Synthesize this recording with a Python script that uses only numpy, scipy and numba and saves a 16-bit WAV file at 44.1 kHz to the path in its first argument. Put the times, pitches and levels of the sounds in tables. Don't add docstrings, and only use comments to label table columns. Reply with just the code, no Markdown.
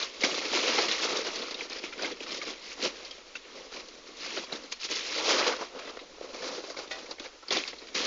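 import sys
import numpy as np
from scipy import signal
from scipy.fft import rfft, irfft
from scipy.io import wavfile
from scipy.ndimage import uniform_filter1d
from numba import njit

SR = 44100
rng = np.random.default_rng(int(sys.argv[2]) if len(sys.argv) > 2 else 0)


def invert_db(x):
    u = np.asarray(x, float) / 20
    return 10 ** u


def unload_audio(sound):
    columns = np.transpose(np.atleast_2d(sound))
    steps = np.round(np.clip(columns, -1, 1) * 32767)
    wavfile.write(sys.argv[1], SR, steps.astype(np.int16))


N = 355446
T = np.arange(N) / SR

# [fullest flow t/s, relative level/dB, swell t/s, dying away t/s, coarseness level/dB]
SLIDES = [(0.0, -34.5, .01, .13, -6.5), (.13, -51.5, .03, 0.057, -11), (.226, -34, 0.02, .02, -1),
          (.24, -27, 0.01, 0.1, -2), (.27, -37.5, 0.058, 0.22, 5.5), (.38, -40, 0.14, .05, 4),
          (.415, -42, .005, 0.44, 6), (.68, -27.5, 0.44, 0.51, 1), (.55, -32.5, 0.19, 0.36, -1),
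          (.79, -28, 0.103, 0.15, -5.5), (.885, -30, .003, 0.25, -9), (.93, -34, .06, .06, -3),
          (1.05, -37, 0.26, 0.27, 0.5), (1.16, -33.5, 0.22, 0.11, 5), (1.28, -40, 0.16, 0.22, 1),
          (1.4, -39.5, 0.94, 0.53, 3), (1.59, -52.5, 0.024, 0.14, 6), (1.713, -39.5, .05, 0.21, 0),
          (1.847, -39, 0.049, 0.15, 1), (1.993, -40.5, 0.078, 0.033, 3), (2.03, -33, 0.052, 0.18, 4),
          (2.3, -42.5, 0.22, 0.33, 2.5), (2.47, -41.5, 0.19, .3, -1), (2.5, -48, 0.11, 0.14, 7.5),
          (2.67, -53.5, .2, .2, -5), (2.732, -41, 0.12, 0.031, -5), (2.785, -47.5, 0.046, .2, 9.5),
          (2.85, -29.5, 0.075, 0.067, 0.5), (3.0, -47, 0.56, 0.46, 2), (3.49, -49, 0.29, 0.48, 3.5),
          (3.555, -51.5, .12, 0.27, 8.5), (3.72, -46, 0.013, 0.29, 5), (3.8, -45.5, 0.19, 0.042, 1.5),
          (4.096, -50.5, 0.28, 0.17, 6), (4.23, -38.5, 0.076, 0.39, -4), (4.39, -40, 0.3, 0.16, 3.5),
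          (4.52, -45, 0.081, .3, 8.5), (4.86, -47.5, 0.15, 0.054, -9), (4.91, -34, .03, 0.66, -5.5),
          (5.12, -42, 0.62, 0.47, -17), (5.24, -33, 0.17, 0.33, 0.5), (5.34, -29, 0.24, 0.25, 1.5),
          (5.4, -30.5, 0.22, 0.24, 2), (5.48, -31.5, 0.41, 0.1, 3), (5.53, -43, 0.34, 0.077, 9.5),
          (5.623, -50, .06, 0.035, 19.5), (5.76, -59, 0.082, 0.077, 23), (5.79, -43, .005, 0.2, 2),
          (5.882, -48.5, 0.16, 0.28, 7.5), (6.3, -52, 0.64, 0.43, 10), (6.44, -42.5, .2, 0.19, 7),
          (6.5, -43.5, 0.19, 0.34, 7.5), (6.57, -48, .15, 0.23, 9.5), (6.642, -46, .03, .1, 7),
          (6.77, -46, 0.011, 0.26, 8.5), (6.915, -34.5, 0.013, 0.039, -5), (6.96, -48.5, 0.14, 0.3, 8),
          (7.11, -54, .12, .06, 11), (7.199, -38, 0.0094, 0.03, -3), (7.257, -41.5, 0.062, 0.053, 1.5),
          (7.35, -57.5, .15, 0.11, 7.5), (7.52, -29, 0.013, 0.19, -2.5), (7.567, -28.5, 0.063, 0.024, 5),
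          (7.687, -59, 0.23, .15, -6), (7.84, -54, 0.33, 0.28, 7), (7.95, -31.5, 0.0074, 1, -2),
          (8.04, -39, 0.15, .5, 6)]
# [t/s, relative peak level/dB, pitch f/Hz, relative thud level/dB, pitch scatter as a log-pitch spread]
CRUNCHES = [(0.0257, -17.5, 3890, -47, 0.22), (0.2062, -23, 2380, -38, 0.27),
            (0.2346, -7.5, 2140, -18, 0.26), (0.3102, -21.5, 2850, -35, 0.16),
            (0.3433, -22, 3000, -34, 0.3), (0.415, -23, 2130, -39, 0.3), (0.6784, -23, 2660, -31, 0.3),
            (0.7826, -11, 1377, -16.5, 0.3), (0.8818, -16, 4190, -37, 0.3), (0.9125, -15, 3500, -39, 0.16),
            (1.1677, -17, 4720, -34, 0.37), (1.264, -21, 1510, -46, 0.4), (1.3566, -20, 4730, -41, 0.2),
            (1.4174, -22, 3350, -43, 0.35), (1.5074, -24, 4700, -32, 0.3), (1.5427, -22, 3770, -47, 0.4),
            (1.5898, -29, 3080, -49, 0.14), (1.6068, -22, 2410, -43, 0.12), (1.6646, -35, 2370, -45, 0.3),
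            (1.6971, -24, 4970, -40, 0.3), (1.7282, -25.5, 4770, -44, 0.2),
            (1.7843, -25.5, 5140, -40, 0.13), (1.8372, -26, 2150, -43, 0.42),
            (1.9247, -22.5, 2110, -46, 0.38), (1.991, -24, 1486, -30, 0.3), (2.0208, -20, 4560, -26, 0.2),
            (2.0437, -15.5, 2140, -30, 0.32), (2.1144, -27, 3320, -56, 0.25),
            (2.204, -24.5, 2780, -37, 0.42), (2.2293, -29, 5270, -46, 0.24), (2.2434, -38, 4520, -44, 0.3),
            (2.2613, -27, 1250, -45, 0.3), (2.2894, -28, 1263, -49, 0.3), (2.318, -25, 5180, -46, 0.05),
            (2.3436, -23.5, 3740, -50, 0.3), (2.3693, -26, 4700, -52, 0.35),
            (2.4134, -19.5, 2250, -40, 0.42), (2.6554, -33, 3540, -69, 0.23),
            (2.825, -19.5, 4110, -26, 0.4), (2.8473, -19, 5200, -31, 0.2), (3.048, -27, 4420, -62, 0.14),
            (3.1093, -25.5, 3260, -63, 0.41), (3.178, -37, 3210, -42, 0.33),
            (3.3525, -20.5, 2690, -49, 0.3), (3.4171, -40, 3900, -57, 0.2), (3.4411, -39, 2820, -59, 0.2),
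            (3.4501, -38, 2850, -48, 0.2), (3.884, -32.5, 4620, -56, 0.3), (4.1684, -33, 4830, -58, 0.26),
            (4.372, -21, 2700, -27, 0.3), (4.4423, -28, 4420, -47, 0.35), (4.5228, -20, 4200, -25.5, 0.05),
            (4.555, -27, 3700, -43, 0.22), (4.6353, -35, 4280, -44, 0.2), (4.7204, -16.5, 4850, -48, 0.35),
            (4.799, -32, 5160, -56, 0.3), (4.8469, -27, 2830, -54, 0.38), (4.8865, -27, 2000, -43, 0.3),
            (4.8967, -24.5, 3410, -31, 0.3), (4.9104, -20, 4900, -33, 0.42), (5.6198, -34, 1310, -30, 0.4),
            (5.7484, -46, 1930, -37, 0.3), (5.788, -31, 2750, -38, 0.15), (5.8726, -29.5, 2060, -29, 0.36),
            (5.9684, -34, 1870, -32, 0.13), (5.9904, -28.5, 2030, -50, 0.37), (6.2076, -40, 1350, -33, 0.3),
            (6.2422, -36, 2180, -35, 0.2), (6.351, -35, 1210, -39, 0.3), (6.4193, -25, 1470, -41, 0.3),
            (6.4403, -24.5, 2240, -35, 0.3), (6.6368, -38, 1290, -32, 0.37),
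            (6.6982, -29.5, 1990, -36, 0.3), (6.7428, -32, 1260, -40, 0.4), (6.7664, -27, 2200, -35, 0.35),
            (6.786, -25.5, 1410, -40, 0.36), (6.8315, -34.5, 1260, -41, 0.3), (6.8733, -34, 3660, -48, 0.4),
            (6.9099, -27, 1927, -39, 0.2), (6.983, -29, 3360, -53, 0.19), (7.0594, -33, 2060, -47, 0.3),
            (7.1095, -25, 4670, -32.5, 0.37), (7.1818, -31.5, 2140, -41, 0.25),
            (7.197, -26, 3620, -30.5, 0.31), (7.2584, -30, 2450, -46, 0.42), (7.4255, -33, 1340, -43, 0.34),
            (7.4825, -25.5, 4310, -43, 0.28), (7.5057, -13, 3520, -24, 0.25), (7.5235, -10, 4420, -24, 0.3),
            (7.5682, -13, 3490, -47, 0.2), (7.675, -24.5, 4800, -56, 0.3), (7.729, -31, 2010, -30, 0.4),
            (7.7837, -29.5, 4240, -52, 0.1), (7.8166, -36, 2260, -41.5, 0.1), (7.8685, -33, 4840, -53, 0.3),
            (7.884, -33, 2320, -54, 0.24)]
# [t/s, relative peak level/dB]
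BLADE_BLOWS = [(6.911, -20)]
# [f/Hz, relative level/dB, 60 dB decay t/s]
BLADE_MODES = [(647, -11.5, 0.72), (780, -9, 0.51), (1470, -8, 0.27), (1870, -10.5, 0.46), (1965, 0, 0.2),
               (2500, -8.5, 0.38), (3620, -1, 0.14)]
# [f/Hz, level/dB]
MICROPHONE_COLOUR = [(100, -29.5), (150, -12), (260, -2), (500, 3), (800, -2), (1150, 0), (1600, -3),
                     (2200, -0.5), (3000, -1.5), (4100, 1), (5500, -0.5), (6700, -4), (7200, -8),
                     (7600, -33), (7950, -42)]
# [f/Hz, width f/Hz, relative level/dB]
PAN_RESONANCES = [(506, 51, 1), (1098, 24, -3.5), (1352, 110, -1.5), (2156, 41, 3.5), (2370, 13, -2.5),
                  (3276, 47, 4.5), (4050, 100, 3), (4700, 100, 1.5)]
# [t/s, relative grit level/dB, relative larger-stone level/dB]
HEAP_MIX = [(0, -1.5, 5.5), (.45, 4, -10), (.75, -1, 3.5), (1.2, 2, 1), (1.7, -3.5, -2.5), (2.3, -1.5, -4),
            (2.6, 1.5, 0.5), (3.2, -2, -1), (3.8, 1, 0), (4.3, 1, 0), (4.95, 3.5, -1.5), (5.15, 0.5, -2.5),
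            (5.35, 1.5, 3), (5.55, -1.5, 8.5), (6.0, -7, -3), (6.5, 5.5, 0), (7.0, 3.5, -0.5),
            (7.4, 0.5, 5.5), (7.65, 2, -2.5), (8.06, 0.5, -2)]
# [t/s, central thud f/Hz]
BED_LOOSENESS = [(0, 440), (1.5, 450), (2.25, 388), (3.0, 399), (4.4, 379), (4.9, 372), (5.15, 510),
                 (5.9, 511), (6.5, 457), (7.2, 460), (7.7, 401)]


def rms1(x):
    return x / np.sqrt(np.mean(x ** 2))


@njit
def rings(at, hz, t60, size, turn):
    out = np.zeros(N)
    for k in range(len(at)):
        step = np.exp(2j * np.pi * hz[k] / SR - np.log(1000) / (t60[k] * SR))
        z = size[k] * np.exp(1j * turn[k])
        for i in range(int(at[k] * SR), min(N, int((at[k] + t60[k]) * SR) + 1)):
            out[i] += z.real
            z *= step
    return out


def knocks(at, hz, spread, cycles, size, uneven_db):
    pitch, clear = rng.standard_normal((2, len(at)))
    luck, turn = rng.exponential(size=len(at)), rng.random(len(at))
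    hz = np.clip(hz * np.exp(spread * pitch), 100, 8000)
    t60 = cycles * np.exp(0.61 * clear) / hz
    hard = invert_db(uneven_db * luck)
    power = t60 * SR / (4 * np.log(1000)) / (1 - uneven_db * np.log(10) / 10)
    return rings(at, hz, t60, size * hard / np.sqrt(power), 2 * np.pi * turn)


def walk(rate):
    held = rng.standard_normal(N // 100)[(T * rate).astype(int)]
    return uniform_filter1d(held, int(SR / rate / 2))


def low_noise():
    low = signal.butter(6, 61, fs=SR, output="sos")
    return invert_db(-68) * rms1(signal.sosfilt(low, rng.standard_normal(N)))


def hush():
    return invert_db(-49.5) * rng.standard_normal(N)


def blade():
    s, peak_db = np.transpose(BLADE_BLOWS)[:, :, None]
    hz, mode_db, t60 = np.transpose(BLADE_MODES)
    size = invert_db(peak_db + mode_db - 14.5)
    at, hz, t60 = [(v + 0 * size).ravel() for v in (s, hz, t60)]
    return rings(at, hz, t60, size.ravel(), np.full(size.size, np.pi / 2))


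def crunch():
    s, peak_db, pitch_hz, thud_db, scatter = np.transpose(CRUNCHES)[:, :, None]

    def handful(count, level_db, hz, lag_s, span_s, **stone):
        late = rng.random((len(s), count)) ** 1.2
        at = s + lag_s + span_s * late
        onset = 1 - np.exp(-late / 0.017)
        size = invert_db(level_db - 38.5 * late) * onset * np.sqrt(span_s * SR / count)
        return knocks(at.ravel(), (hz + 0 * late).ravel(), size=size.ravel(), **stone)

    offsets = scatter * rng.standard_normal((len(s), 6)) * [0, 0, 1, 1, 1, 1]
    stones_hz = np.tile(pitch_hz * np.exp(offsets), 8)
    thud_hz = 1.06 * np.interp(s, *np.transpose(BED_LOOSENESS))
    chips = handful(count=48, level_db=peak_db - 8.5, hz=stones_hz, lag_s=0, span_s=.02121,
                    spread=.025, cycles=73.0, uneven_db=0.0)
    thud = handful(count=12, level_db=thud_db - 5, hz=thud_hz, lag_s=.002, span_s=.023205,
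                   spread=.22, cycles=8.3, uneven_db=0.0)
    return chips + thud


def pan(x):
    out = x.copy()
    for hz, width, db in PAN_RESONANCES:
        b, a = signal.iirpeak(hz, hz / width, fs=SR)
        out += invert_db(db - 12.0) * signal.lfilter(b, a, x)
    return out


def moving_loads():
    s, peak_db, _, thud_db, _ = np.transpose(CRUNCHES)
    coarse_db = .4 * (thud_db - peak_db + 20)
    swell_s, dies_s = np.full_like(s, .0075), np.full_like(s, .037)
    rolls = np.c_[s + .0039, peak_db - 18.5, swell_s, dies_s, coarse_db]
    loads = np.r_[SLIDES, rolls]
    mix_s, grit_db, large_db = np.transpose(HEAP_MIX)
    grit_db = np.interp(loads[:, 0], mix_s, grit_db)
    large_db = np.interp(loads[:, 0], mix_s, large_db)
    return np.c_[loads, grit_db, large_db].T[:, :, None]


def slide():
    s, level_db, swell, dies, coarse_db, grit_db, large_db = moving_loads()
    coarse_t = T[::44]
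    away = np.where(coarse_t < s, (s - coarse_t) / swell, (coarse_t - s) / dies)
    shape_db = level_db - 20 * away ** .92
    surge_db = 1.6 * walk(45) + 1.68 * walk(15)

    def stream(count, size_db, coarse, hz, share, uneven_db, **stone):
        at = rng.random(count) * N / SR
        power = (invert_db(shape_db + coarse * coarse_db + size_db) ** 2).sum(axis=0)
        flow_db = np.interp(at, coarse_t, 10 * np.log10(power + 1e-8))
        trickle = np.clip((-16 - flow_db) / 26, .5, 1)
        surge = trickle * share * surge_db[(at * SR).astype(int)]
        size = invert_db(flow_db + surge) / np.sqrt(count / N)
        stone_hz = np.interp(at, coarse_t, np.full_like(coarse_t, hz))
        return knocks(at, stone_hz, size=size, uneven_db=trickle * uneven_db, **stone)

    bed_hz = np.interp(coarse_t, *np.transpose(BED_LOOSENESS))
    chips = stream(count=16000, size_db=-1.5, coarse=-.15, hz=2692.0, share=1.0,
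                   spread=.2664, cycles=26.3, uneven_db=2.0)
    grit = stream(count=24000, size_db=grit_db - 2.5, coarse=-.15, hz=5240.0, share=1.54,
                  spread=.2115, cycles=21.0, uneven_db=1.0)
    large = stream(count=7000, size_db=large_db - 9.0, coarse=.74, hz=1223.0, share=.76,
                   spread=.237, cycles=23.4, uneven_db=1.5)
    thuds = stream(count=5000, size_db=-6.0, coarse=1.0, hz=bed_hz, share=.93,
                   spread=.3915, cycles=13.4, uneven_db=2.0)
    return chips + grit + large + thuds


def scene():
    return (hush() + blade() + crunch() + pan(slide()))[None]


def coloured(x):
    hz, db = np.transpose(MICROPHONE_COLOUR)
    grid_hz = np.linspace(1, SR / 2, num=2049)
    log_gain = np.interp(np.log(grid_hz), np.log(hz), db) * np.log(10) / 20
    cep = irfft(log_gain)
    cep = np.r_[cep[0], 2 * cep[1:2048], cep[2048], np.zeros(2047)]
    impulse = irfft(np.exp(rfft(cep)))
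    return signal.fftconvolve(x, impulse[None], axes=1)[:, :N]


def rate_mirror(x):
    mirror = x * np.cos(2 * np.pi * 16000 * T)
    band = signal.butter(6, [8100, 9150], "band", fs=SR, output="sos")
    return invert_db(-26.5) * signal.sosfilt(band, mirror)


def roll_off(x):
    return signal.sosfilt(signal.butter(12, 9200, fs=SR, output="sos"), x)


def record(dry):
    x = coloured(dry)
    x = signal.sosfilt(signal.ellip(6, .3, 60, 7950, fs=SR, output="sos"), x)
    mix = x + rate_mirror(x) + low_noise()
    return roll_off(mix)


dry = scene()
out = record(dry)
unload_audio(out)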